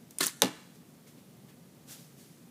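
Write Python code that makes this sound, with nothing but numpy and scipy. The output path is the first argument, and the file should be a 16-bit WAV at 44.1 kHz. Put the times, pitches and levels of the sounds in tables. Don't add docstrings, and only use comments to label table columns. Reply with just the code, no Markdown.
import sys
import numpy as np
from scipy import signal
from scipy.fft import rfft, irfft, next_fast_len
from scipy.io import wavfile
from scipy.ndimage import map_coordinates

SR = 44100
rng = np.random.default_rng(int(sys.argv[2]) if len(sys.argv) > 2 else 0)


def put_to_file(sound):
    columns = np.atleast_2d(sound).T
    safe = np.clip(columns, -1, 1)
    whole_steps = np.round(safe * 32767)
    wavfile.write(sys.argv[1], SR, whole_steps.astype(np.int16))


N = 110250
LOOSE_S, HIT_S = .2035, .4197

# f/Hz, relative level/dB
TRAFFIC_EQ = [(15, -76), (25, -53), (48, -41), (65, -23), (102, -13), (120, -6.5), (141, -0.5), (183, -0.5),
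              (205, -6.5), (238, -1), (262, -7.5), (447, -14), (1200, -27.5), (1560, -59), (2640, -120)]
AIR_EQ = [(710, -28.5), (1200, -2), (3080, -4.5), (5310, -5.5), (5730, -5.5), (13800, -6.5), (15500, -8.5)]
# f/Hz, t60/s
YARD_T60 = [(150, .4), (500, 0.33), (1500, 0.71), (4000, .65), (8000, 0.8), (15000, 0.24)]
# delay/s, send level/dB
WALL_ECHOES = [(.0105, -18), (0.016, -19), (.0265, -20), (.0625, -28)]
# f/Hz, level/dB
YARD_EQ = [(100, -13), (250, -8.5), (400, -1), (750, -6), (1500, 1), (2600, -4), (3700, -1), (5000, -6.5),
           (6500, -5), (8500, -3), (15000, -4.5)]
WALL_EQ = [(500, -1), (4000, 0), (6500, -4.5), (9000, -2.5), (11500, -10.5), (15000, -12.5)]
# t/s, level/dB, rise/s, t60/s
SWISHES = [(.10, -60.5, .012, 0.36), (.735, -62, 0.023, .12), (1.06, -61, 0.023, 0.31),
           (1.853, -46.5, 0.074, 0.31), (1.97, -62.5, 0.038, 1), (2.16, -60, 0.041, 1)]
STEPS = [(1.062, -60, 0.014, 0.19), (1.15, -65.5, 0.036, .4), (1.47, -59, 0.028, 0.17)]
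# f/Hz, relative level/dB
SWISH_EQ = [(40, -40), (400, -16), (750, -7), (1100, -9.5), (1500, -3.5), (2200, -5), (3500, -1.5),
            (6000, 1), (12400, -2.5), (15500, -7)]
STEP_EQ = [(40, -20.5), (150, -0.5), (500, 0.5), (1000, -8.5), (2500, -4), (5000, -12), (15000, -14)]
# t/s, burst level/dB, f/Hz, ring level/dB, ring t60/s
CLICKS = [(.1085, -41, 6730, -50, .008), (.1852, -27.5, 9120, -23.5, 0.016),
          (0.1884, -37, 7200, -36.5, .01), (0.2603, -25.5, 11500, -31.5, .004),
          (.2673, -16, 10800, -18.5, 0.0032), (.2737, -32, 5963, -24, .005),
          (.2808, -32.5, 4400, -24.5, 0.0043), (.369, -48, 8000, -55.5, .005),
          (.4015, -53, 6320, -44, 0.0074)]
# f/Hz, level/dB, t60/s
BOW_MODES = [(177, -43, .24), (285.3, -38, .2), (379.1, -39, 0.18), (1090, -43, 0.23), (1410, -42.5, .15),
             (1720, -36, 0.16), (1793, -38, .15), (2073, -38.5, .15), (4360, -32, .03)]
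# t/s, relative level/dB
SCRAPE_RIDE = [(0.191, -52.5), (0.202, -41.5), (.21, -31), (.223, -33), (0.232, -25.5), (0.244, -27),
               (.256, -34.5), (.275, -35), (0.306, -49), (.34, -59)]
# f/Hz, relative level/dB
CLICK_EQ = [(30, -45.5), (300, -26), (1500, -12.5), (4000, -16), (6500, 0.5), (13000, -3), (16000, -7)]
SLAP_EQ = [(40, -40), (130, -10), (300, 1), (550, 0), (800, -6), (1200, 2.5), (1700, -4.5), (2700, -6),
           (4400, 0), (6000, -8.5), (9200, -6.5), (15500, -10)]
SCRAPE_EQ = [(40, -50), (90, -25.5), (150, -6), (320, -3.5), (800, -17), (1050, -4), (1400, -8.5),
             (1730, -3), (2300, -7.5), (3700, -4.5), (8700, -3.5), (13300, -12), (15500, -16.5)]
# f/Hz, level/dB, t60/s, rise/s
BAG_MODES = [(129, -43.5, 0.1, .02), (188.4, -35, 0.096, 0.028), (263, -30.5, .15, .021),
             (306.8, -28, 0.2, .018), (391.3, -33, 0.095, 0.021), (461, -31, 0.11, .012),
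             (559, -27, .075, 0.0056), (844, -37, 0.11, 0.0029)]
# f/Hz, level/dB, t60/s
COVER_MODES = [(1580, -21.5, .01), (3220, -11.5, 0.0036), (3663, -4.5, .004), (6180, -11, 0.0027),
               (8670, -14.5, .006), (11250, -20.5, .0035)]
# f/Hz, relative level/dB
CRUNCH_EQ = [(40, -42), (150, -23), (300, -11), (850, -9), (1300, -12.5), (2000, -11.5), (3400, -13),
             (5300, -15.5), (8400, -22.5), (13800, -26.5), (15500, -40.5)]
THUD_EQ = [(25, -32.5), (50, -32.5), (110, -12), (220, 5), (480, -1), (900, -10.5), (3000, -47.5)]
CRACK_EQ = [(40, -45), (300, -12.5), (2000, -8), (3600, -2), (5000, -8), (6200, -4.5), (7300, -19.5),
            (8600, 0), (12200, -6.5), (15500, -30.5)]


def amp(db):
    return 10 ** (np.asarray(db) / 20)


def along(points, hz):
    f, values = np.transpose(points)
    return np.interp(np.log(hz + 1), np.log(f + 1), values)


def since(start):
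    return np.maximum(np.arange(N) / SR - start, 0)


def wobble(rate):
    return map_coordinates(rng.standard_normal(N // 4), [np.arange(N) * rate / SR])


def filtered(x, response):
    size = next_fast_len(N + SR // 2)
    return irfft(rfft(x, size) * response(np.fft.rfftfreq(size, 1 / SR)), size)[:N]


def equalise(x, eq):
    return filtered(x, lambda hz: amp(along(eq, hz)))


def noise(eq, rough_db=0, rate=500):
    grains = rng.standard_normal(N) * (amp(rough_db * wobble(rate)) if rough_db else 1)
    coloured = equalise(grains, eq)
    return coloured / np.sqrt(np.mean(coloured ** 2) + 1e-20)


def envelope(start, rise, t60):
    t = since(start)
    attack = np.sin(np.pi / 2 * np.minimum(t / rise, 1)) ** 2
    return attack * np.exp(-np.log(1000) * np.maximum(t - rise, 0) / t60)


def ring(start, hz, db, t60, rise):
    return amp(db) * envelope(start, rise, t60) * np.sin(2 * np.pi * (hz * since(start) + rng.random()))


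def background(traffic_db=-56, air_db=-64):
    traffic = amp(traffic_db + .64 * wobble(8.22)) * noise(TRAFFIC_EQ)
    air = amp(air_db - .04 * wobble(5)) * noise(AIR_EQ)
    return traffic + air


def yard(x):
    hz, t, spectrum = signal.stft(rng.standard_normal(SR), SR, nperseg=256)
    decay = np.exp(-np.log(1000) * t / along(YARD_T60, hz)[:, None])
    tail = signal.istft(spectrum * decay, SR, nperseg=256)[1]
    tail *= envelope(0, rise=.015, t60=100)[:len(tail)]
    wet = signal.fftconvolve(x, tail / np.linalg.norm(tail))[:N]
    return equalise(wet, YARD_EQ)


def walls(x):
    echoes = sum(amp(db) * np.roll(x, round(delay * SR)) for delay, db in WALL_ECHOES)
    return equalise(echoes, WALL_EQ)


def sleeve_and_steps():
    def swells(rows):
        return sum(amp(db) * envelope(start, rise, t60) for start, db, rise, t60 in rows)
    return swells(SWISHES) * noise(SWISH_EQ) + swells(STEPS) * noise(STEP_EQ)


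def clicks(rise_s=.0006):
    ticks = np.zeros(N)
    for start, burst_db, hz, ring_db, t60 in CLICKS:
        ticks += ring(start, hz, ring_db, t60, rise_s)
        ticks += amp(burst_db) * envelope(start, rise_s, t60=.0093) * noise(CLICK_EQ)
    return ticks


def bow(rise_s=.0064, limb_lag_s=.0038):
    slap = amp(-22) * envelope(LOOSE_S, rise_s, t60=.029) * noise(SLAP_EQ)
    limbs = sum(ring(LOOSE_S + limb_lag_s, hz, db, t60, rise_s) for hz, db, t60 in BOW_MODES)
    times, ride_db = np.transpose(SCRAPE_RIDE)
    friction = np.interp(since(0), times, amp(ride_db), left=0, right=0)
    scrape = amp(-1.5) * friction * noise(SCRAPE_EQ, rough_db=2.5, rate=700)
    return slap + limbs + scrape


def bag_thump():
    grit = noise(CRUNCH_EQ, rough_db=2.5, rate=400)
    crunch = amp(-24.5) * envelope(HIT_S, rise=.003, t60=.16) * grit
    thump = sum(ring(HIT_S, *mode) for mode in BAG_MODES)
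    thud = amp(-28) * envelope(HIT_S, rise=.013, t60=.17) * noise(THUD_EQ)
    return crunch + thump + thud


def cover_crack(rise_s=.00058):
    snap = sum(ring(HIT_S, hz, db, t60, rise_s) for hz, db, t60 in COVER_MODES)
    burst = amp(-10.5) * envelope(HIT_S, rise_s, t60=.006) * noise(CRACK_EQ)
    return snap + burst


def scene(bow_send_db=-18, bag_send_db=-10.5):
    shot = clicks() + bow()
    thump = bag_thump()
    tail = amp(bow_send_db) * yard(shot) + amp(bag_send_db) * yard(thump)
    crack = cover_crack()
    return (shot + crack + walls(crack) + thump + tail + sleeve_and_steps() + background())[None]


def record(dry, top_hz=15500, fade_hz=400):
    return filtered(dry[0], lambda hz: np.clip((top_hz - hz) / fade_hz + .5, 0, 1))[None]


dry = scene()
out = record(dry)
put_to_file(out)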